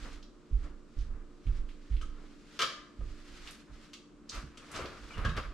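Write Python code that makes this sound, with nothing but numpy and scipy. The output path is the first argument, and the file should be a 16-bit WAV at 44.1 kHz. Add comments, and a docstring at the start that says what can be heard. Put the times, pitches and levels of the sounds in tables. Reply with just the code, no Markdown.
"""A living room with a wooden floor and a stone hearth. A man in socks carries a canvas bag of split
firewood across it and sets it down. His heels set the joists booming, and the load thuds on the hollow
platform under the stone. Logs knock, squeak and scrape, bark snaps, canvas rustles and socks scuff
the boards. A fan hums faintly behind it all."""
import sys
import numpy as np
from scipy import signal
from scipy.fft import rfft, irfft, next_fast_len
from scipy.io import wavfile
from scipy.ndimage import uniform_filter1d

SR = 44100
rng = np.random.default_rng(int(sys.argv[2]) if len(sys.argv) > 2 else 0)


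def inscribe(sig):
    """Save sig as 16-bit PCM at rate SR to the path in sys.argv[1].

    A 1-D sig is mono; a 2-D sig holds one channel per row.
    Samples are clipped to [-1, 1] before scaling.
    """
    pcm = np.round(np.clip(np.atleast_2d(sig).T, -1, 1) * 32767)
    wavfile.write(sys.argv[1], SR, pcm.astype(np.int16))


N = 243873
TIME = np.arange(N) / SR

# footsteps: (time [s], heel level [dB], heel contact [s], bone tap level [dB], push-off level [dB])
FOOTSTEPS = [(-.017, -37.5, 0.027, -62, -35), (.509, -24.5, .022, -63, -37), (.965, -24, .03, -64, -25),
             (1.452, -24.5, 0.023, -45, -28), (1.897, -25, 0.02, -55, -27),
             (2.978, -32.5, 0.021, -54.5, -46), (3.279, -39.5, 0.06, -69, -44.5),
             (3.685, -50.5, 0.023, -61, -59), (4.996, -40.5, 0.033, -65, -45),
             (5.168, -33, 0.024, -60, -46), (5.442, -43.5, 0.019, -59.5, -56)]
# boom of joists and boards: (frequency [Hz], level [dB], t60 [s])
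FLOOR_BOOM = [(22.68, -13, 0.89), (29.6, -12.5, 0.49), (44, 1, .33), (55.1, -1, 0.5), (88.8, -4, 0.45),
              (126.6, -9, 0.34), (150.7, -5.5, 0.24), (188.5, -9, 0.32), (261, -9.5, 0.18)]
# the load bumps down: (time [s], first end level [dB], other end level [dB], contact [s])
LANDINGS = [(4.331, -38.5, -36, 0.011), (4.425, -47, -52, 0.0027), (4.803, -37, -40.5, 0.012),
            (5.15, -39.5, -30.5, 0.0079), (5.246, -29, -33.5, .006), (5.308, -43.5, -52, 0.0026),
            (5.36, -31.5, -38, 0.0097)]
# boom of the hollow platform under the stone: (frequency [Hz], level [dB], t60 [s])
HEARTH_BOOM = [(28, -22, 0.75), (45.5, -5, 0.19), (68, -2.5, 0.25), (107, -1, 0.085), (136, -4, 0.096),
               (161.7, -2, 0.27), (228.7, 2, .16), (352, -5.5, 0.074)]
# log against log: (time [s], ring level [dB], hardness [dB])
LOG_HITS = [(2.013, -49.5, 3.5), (2.591, -30.5, 6), (2.604, -30.5, 3), (2.617, -30, 8.5),
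            (2.621, -30.5, 8.5), (2.630, -31, -0.5), (3.008, -56, -10.5), (3.933, -54.5, 14),
            (4.318, -48, 3), (4.573, -53.5, 10.5), (4.746, -44.5, 4), (4.789, -44.5, -13.5),
            (4.817, -48, 0), (4.845, -46.5, -12.5), (5.18, -43, -1), (5.249, -33, 0), (5.292, -40.5, 0),
            (5.366, -43, 4.5), (5.373, -42.5, 5.5), (5.398, -54, -2)]
# ring heard on each knock, wood modes plus the microphone's resonance near 1.2-1.3 kHz:
# (frequency [Hz], level [dB], t60 [s])
KNOCK_RING = [(354, -6, 0.18), (443, 1.5, 0.099), (517, -5, 0.18), (620, -6.5, 0.075), (1195, 2.5, 0.31),
              (1211, -3.5, 0.2), (1233, -1.5, 0.24), (1288, 3.5, 0.12), (1308, 3, 0.2), (1382, -1, 0.16),
              (1574, 2, 0.085), (1635, -10, 0.066), (2190, 6.5, .07), (2440, -5, 0.06), (2725, -5, 0.12),
              (2950, 0, 0.11), (3280, -25, 0.11), (3280, -3.5, 0.071), (3550, -7, 0.14), (4620, -10, 0.094),
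              (4770, -6, 0.06), (5050, -9, 0.044)]
# crunch of wood on wood: (frequency [Hz], level [dB])
CRUNCH_EQ = [(150, -16.5), (330, -16), (440, -11.5), (620, -9.5), (850, -29), (1050, -5), (1230, 4),
             (1430, -6.5), (1620, 0), (1920, -9.5), (3100, -4), (4000, -10.5), (5000, -12), (7000, -20),
             (11000, -36.5), (13500, -50), (15000, -59)]
# dry wood squeaks: (time [s], level [dB], pitch [Hz], length [s])
WOOD_SQUEAKS = [(2.01, -46.5, 3076, 0.0145), (2.014, -47, 1317, 0.043), (3.936, -54, 2760, 0.036),
                (5.098, -47, 2410, 0.026), (5.13, -46.5, 2944, 0.029), (5.24, -27.5, 1638, 0.021),
                (5.289, -40, 3700, 0.011)]
# bark and splinters snap, cloth crackles: (time [s], level [dB], centre [Hz])
BARK_SNAPS = [(.227, -51.5, 4030), (0.987, -56.5, 4370), (1.008, -59, 4770), (1.468, -52.5, 2400),
              (1.69, -54, 2600), (1.923, -55.5, 2470), (1.966, -50, 2780), (2.017, -51.5, 5850),
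              (3.474, -42.5, 3100), (3.509, -48, 9000), (3.937, -46, 5100), (4.292, -43.5, 4650),
              (4.296, -37, 5070), (4.35, -52, 11000), (4.575, -52.5, 6530), (4.716, -46, 8000),
              (4.761, -43.5, 5500), (4.857, -43.5, 3580)]
# logs slide on the stone: (peak time [s], level [dB], swell [s])
LOG_SLIDES = [(4.375, -47, 0.086), (4.59, -63, 0.05), (4.752, -40.5, 0.055), (4.81, -41.5, 0.056),
              (4.94, -51.5, 0.63), (5.19, -44.5, .16), (5.25, -40.5, 0.055), (5.38, -37.5, 0.031)]
# wood dragged on stone: (frequency [Hz], level [dB])
SCRAPE_EQ = [(100, 3.5), (200, -3.5), (550, -1), (850, -6.5), (1250, 3.5), (1900, -6.5), (2500, -7),
             (4600, -23), (7000, -36), (11000, -34), (15000, -53)]
# bag and clothes swish: (peak time [s], level [dB], swell [s])
SWISHES = [(.05, -55.5, .2), (.14, -59, 0.34), (.64, -64.5, 0.19), (1.02, -63.5, 0.16), (1.47, -68.5, 0.22),
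           (1.57, -62.5, 0.13), (1.71, -66.5, 0.097), (1.95, -66, 0.36), (2.57, -58.5, 0.21),
           (3.12, -61.5, 0.17), (3.37, -58.5, 0.4), (3.48, -52, 0.13), (3.6, -62.5, .05), (3.74, -63, .07),
           (3.85, -60.5, .14), (4.35, -47.5, 0.056), (4.775, -46.5, 0.096), (4.87, -67, .03),
           (5.12, -57, 0.17)]
# steady rub as the bag is swung round, lowered and opened: (time [s], level [dB])
BAG_RUB = [(1.3, -80.5), (1.8, -77.5), (2.3, -68.5), (2.9, -77), (3.55, -61.5), (3.7, -96), (4.25, -100),
           (4.65, -63), (4.95, -60.5), (5.53, -69)]
# rubbing cloth: (frequency [Hz], level [dB])
CANVAS_EQ = [(400, -10.5), (900, -10.5), (1300, -2), (1850, -4), (3200, -6.5), (4700, -7.5), (7700, -15.5),
             (12000, -31), (15000, -41)]
# socks scuff the boards: (peak time [s], level [dB], swell [s])
SOCK_SCUFFS = [(.06, -52.5, 0.072), (.16, -63, .05), (.65, -56.5, 0.055), (1.17, -60.5, 0.17),
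               (1.48, -63, .02), (1.58, -63.5, 0.05), (2.2, -61.5, 0.17), (3.68, -65.5, 0.038)]
# sock on wood: (frequency [Hz], level [dB])
SOCK_EQ = [(100, -3), (250, 7.5), (600, -2.5), (900, -6), (1300, 0.5), (1800, -6.5), (2600, -16.5),
           (6000, -39), (15000, -60)]
# the fan's rush of air: (frequency [Hz], level [dB])
AIR_EQ = [(12, -26), (25, 8), (47, -2.5), (90, -13), (160, -4), (297, -2), (361, -7), (500, -12),
          (800, -23), (1200, -16), (1860, -28), (6170, -34), (7700, -33.5), (15400, -66.5)]
# the fan's motor tones: (frequency [Hz], level [dB])
MOTOR_HUM = [(226.1, -66), (296.1, -62), (355.3, -67), (452.2, -73), (592.2, -78)]
# decay of the room's tail: (frequency [Hz], t60 [s])
ROOM_DECAY = [(100, 0.71), (400, 0.75), (1200, 0.57), (3000, 0.47), (6000, 0.47), (13000, 0.26)]
# how alike diffuse sound is left and right: (frequency [Hz], correlation [0-1])
STEREO_LIKENESS = [(50, 0.8), (250, 0.68), (1200, 0.71), (2500, 0.58), (5000, 0.22), (12000, 0.15)]


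def footsteps(bone_after_s=0.01185, ball_after_s=0.085, push_after_s=0.135):
    """Each foot rolls from heel to ball to toes and sets the floor booming."""
    blows = []
    for s, heel_db, contact_s, bone_db, push_db in FOOTSTEPS:
        blows += [(s, heel_db, contact_s),
                  (s + bone_after_s, bone_db, 0.0041),   # the heel pad flattens, the bone taps through
                  (s + ball_after_s, heel_db - 13.5, 0.019),
                  (s + push_after_s, push_db, 0.042)]
    return thumps(blows, FLOOR_BOOM, spread_db=3, roughness=0.51)


def hearth_thuds(other_end_after_s=0.028):
    """The load touches with one end, then drops onto the other; the hollow platform booms."""
    blows = []
    for s, first_db, other_db, contact_s in LANDINGS:
        blows += [(s, first_db, contact_s), (s + other_end_after_s, other_db, contact_s)]
    return thumps(blows, HEARTH_BOOM, spread_db=4.5, roughness=0.45)


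def log_knocks(body_db=-7.5, crack_db=-7):
    """Rough faces crunch, waking wood modes and a microphone resonance; harder hits crack more."""
    out, tap = np.zeros(N), TIME[:SR // 4] == 0
    fade = np.minimum(1, np.linspace(4, 0, len(tap))) ** 2
    for s, db, hardness_db in LOG_HITS:
        contact = colour(crunch(t60=0.035), CRUNCH_EQ)
        hit = fade * (contact + amp(-2) * ringing(tap, KNOCK_RING, spread_db=4))
        body = band(hit, 823, "low", order=3)
        ring = band(hit, [1000, 2100], "band")
        crack = band(hit, 2410, "high", order=3)
        registers = np.array([body, ring, crack])
        attack_rms = np.std(registers[:, :SR // 70], axis=1)
        gains = amp([body_db - hardness_db, 0, crack_db + hardness_db]) / attack_rms
        add(out, amp(db) * (gains @ registers), s)
    return out


def wood_squeaks(waver=0.035):
    """Dry wood sticks and slips: short tones that swell and fade, their pitch unsteady."""
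    out = np.zeros(N)
    for s, db, hz, length_s in WOOD_SQUEAKS:
        swell = signal.windows.hann(int(length_s * SR))
        wobble = np.interp(TIME[:len(swell)], np.linspace(0, length_s, 12), rng.standard_normal(12))
        pitch = hz * (1 + waver * wobble)
        add(out, amp(db) * swell * np.sin(2 * np.pi * np.cumsum(pitch) / SR), s)
    return out


def bark_snaps(width_ratio=1.43, edge_db=-19):
    """A splinter tears: a brief burst round its own pitch, with a thin bright edge."""
    out = np.zeros(N)
    for s, db, hz in BARK_SNAPS:
        burst = crunch(t60=0.019)
        snap = band(burst, [hz / width_ratio, hz * width_ratio], "band") + amp(edge_db) * burst
        add(out, amp(db) * snap / np.std(snap[:SR // 200]), s)
    return band(out, [900, 9500], "band")


def log_scrapes():
    """Wood drags over stone in grainy strokes."""
    grain = friction(SCRAPE_EQ, catches_per_s=600, grain_db=1.5, hiss_db=2, flutter_db=2)
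    return strokes(LOG_SLIDES, fall_db_per_s=133) * grain


def canvas_rustle():
    """Cloth rubs on cloth: swishes ride on the steadier rub of the bag."""
    rub = amp(np.interp(TIME, *np.transpose(BAG_RUB)))
    envelope = np.hypot(strokes(SWISHES, fall_db_per_s=167), rub)
    return envelope * friction(CANVAS_EQ, catches_per_s=2000, grain_db=3.5, hiss_db=6.5, flutter_db=1)


def sock_scuffs():
    """Socks brush the boards in soft, dull strokes."""
    grain = friction(SOCK_EQ, catches_per_s=1500, grain_db=1.5, hiss_db=7, flutter_db=2)
    return strokes(SOCK_SCUFFS, fall_db_per_s=111) * grain


def room(x, direct_db=-5, early_db=-2, early_t60=0.094, tail_db=-5):
    """Direct sound, a cluster of reflections from floor, stove and corner, then the room's tail."""
    n = SR * 2 // 3
    t, hz = TIME[:n], np.fft.rfftfreq(n, 1 / SR)
    noise, centres = rfft(diffuse(n)), np.array(ROOM_DECAY)[:, 0]
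    tail = np.zeros((2, n))
    for centre, t60 in ROOM_DECAY:
        crossover = at_hz(np.c_[centres, centres == centre], hz)
        tail += irfft(noise * crossover, n) * amp(-60 * t / t60)
    tail *= np.minimum(t / 0.01, 1)
    early = diffuse(n) * amp(-60 * t / early_t60)
    response = amp(early_db) * even(early, width_hz=36) + amp(tail_db) * even(tail, width_hz=102)
    response[:, 0] += amp(direct_db)
    return signal.fftconvolve(x, even(response, width_hz=154), axes=1)[:, :N]


def fan(air_db=-58.5, hum_db=-2, waver_db=1.5, wander_rad=0.54):
    """A soft rush of air with a few wavering motor tones."""
    hum = np.zeros(N)
    for hz, db in MOTOR_HUM:
        peak = np.sqrt(2) * amp(db + waver_db * drift(6))
        hum += peak * np.sin(2 * np.pi * hz * TIME + wander_rad * drift(8))
    return amp(air_db) * colour(diffuse(N), AIR_EQ) + amp(hum_db) * hum


def thumps(blows, modes, spread_db, roughness):
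    """A soft weight presses unevenly on a sprung deck: shorter contact wakes more high modes."""
    out = np.zeros(N)
    for s, db, contact_s in blows:
        progress = TIME[:SR * 2 // 3] / contact_s
        push = progress ** 2 * np.exp(-np.minimum(6 * progress, 40))
        force = push / push.sum() * (1 + roughness * rng.standard_normal(len(push)))
        add(out, amp(db) * ringing(force, modes, spread_db), s)
    return out


def ringing(force, modes, spread_db):
    """Driven modes, their levels varied on every hit; neighbours swing in opposite directions."""
    return sum((-1) ** k * amp(db + spread_db * rng.standard_normal()) * resonate(force, hz, t60)
               for k, (hz, db, t60) in enumerate(modes))


def resonate(force, hz, t60):
    """One mode: a unit tap sets off a decaying sine."""
    radius, angle = amp(-60 / (t60 * SR)), 2 * np.pi * hz / SR
    return signal.lfilter([0, np.sin(angle)], [1, -2 * radius * np.cos(angle), radius ** 2], force + 1e-18)


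def crunch(t60):
    """A rough contact: countless tiny breaks, dying quickly, with no pitch of their own."""
    t = TIME[:SR // 4]
    return even(rng.standard_normal(len(t)) * amp(-60 * t / t60), width_hz=200)


def friction(eq, catches_per_s, grain_db, hiss_db, flutter_db):
    """Fibres catch and let go with uneven force; a smooth hiss stands for the room's smear."""
    catches = (rng.random(N) < catches_per_s / SR) * rng.choice([-1, 1], N)
    force = amp(grain_db * np.minimum(rng.exponential(1, N), 4))
    texture = rms_one(catches * force) + amp(hiss_db) * diffuse(N)
    return colour(texture, eq) * amp(flutter_db * drift(45))


def strokes(rows, fall_db_per_s, swell_db=20):
    """Rubbing envelope: each stroke swells to its peak, then dies at a common rate; powers add."""
    power = sum(amp(db - np.maximum(swell_db * (s - TIME) / swell_s, fall_db_per_s * (TIME - s))) ** 2
                for s, db, swell_s in rows)
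    return uniform_filter1d(np.sqrt(power), size=400)


def diffuse(n):
    """Stereo white noise from all sides: narrow in the bass, wide on top."""
    size = next_fast_len(n)
    mid, side = rfft(rng.standard_normal((2, size)))
    alike = np.clip(at_hz(STEREO_LIKENESS, np.fft.rfftfreq(size, 1 / SR)), 0, 1)
    spectrum = np.sqrt(1 + alike) * mid + np.sqrt(1 - alike) * side * [[1], [-1]]
    return rms_one(irfft(spectrum, size)[:, :n])


def even(x, width_hz):
    """Flatten a burst's spectrum, roughly keeping its shape in time; energy 1."""
    n = x.shape[-1]
    size = next_fast_len(2 * n)
    spectrum = rfft(x, size)
    power = uniform_filter1d(np.abs(spectrum) ** 2, max(3, int(width_hz * size / SR)))
    return irfft(spectrum / np.sqrt(power + 1e-18), size)[..., :n]


def colour(x, eq):
    """Shape a noise with an EQ curve; rms 1."""
    n = x.shape[-1]
    size = next_fast_len(n)
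    gain = amp(at_hz(eq, np.fft.rfftfreq(size, 1 / SR)))
    return rms_one(irfft(rfft(x, size) * gain, size)[..., :n])


def drift(rate_hz):
    """Slow random modulation; rms 1."""
    knots = rng.standard_normal(int(rate_hz * N / SR) + 2)
    return rms_one(np.interp(TIME * rate_hz, np.arange(len(knots)), knots))


def band(x, hz, kind, order=2):
    """Causal Butterworth filter."""
    return signal.sosfilt(signal.butter(order, np.clip(hz, 10, .45 * SR), kind, fs=SR, output="sos"), x)


def at_hz(points, hz):
    """Read a curve on a log-frequency axis."""
    f, value = np.transpose(points)
    return np.interp(np.log(np.maximum(hz, 1)), np.log(f), value)


def add(out, sound, s):
    """Mix a sound in at a time."""
    start = round(s * SR)
    a, b = np.clip([start, start + sound.shape[-1]], 0, N)
    out[..., a:b] += sound[..., a - start:b - start]


def pan(db):
    """Stereo gains for a level difference; positive leans left."""
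    return amp(np.array([[db], [-db]]) / 2)


def amp(db):
    """Decibels to gain."""
    return 10 ** (np.asarray(db) / 20)


def rms_one(x):
    """Scale to rms 1."""
    return x / np.sqrt(np.mean(x ** 2) + 1e-20)


def scene():
    """The mix: booming floor and hearth, wood with room reverb, rubbing textures, the fan behind."""
    floor = amp(11) * footsteps() * pan(db=-5.5)
    hearth = amp(3.5) * hearth_thuds() * pan(db=-3.5)
    wood = room((log_knocks() + wood_squeaks()) * pan(db=0.8) + bark_snaps() * pan(db=-1))
    canvas = amp(2.5) * canvas_rustle()
    socks = amp(2) * sock_scuffs() * pan(db=2.5)
    scrapes = amp(-1) * log_scrapes() * pan(db=1)
    return floor + hearth + wood + canvas + socks + scrapes + fan()


def record(dry):
    """The microphone drops the deepest rumble; the very top is cut steeply."""
    high_cut = signal.ellip(10, .1, 80, 14900, fs=SR, output="sos")
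    return signal.sosfilt(high_cut, band(dry, 15, "high"))


dry = scene()
out = record(dry)
inscribe(out)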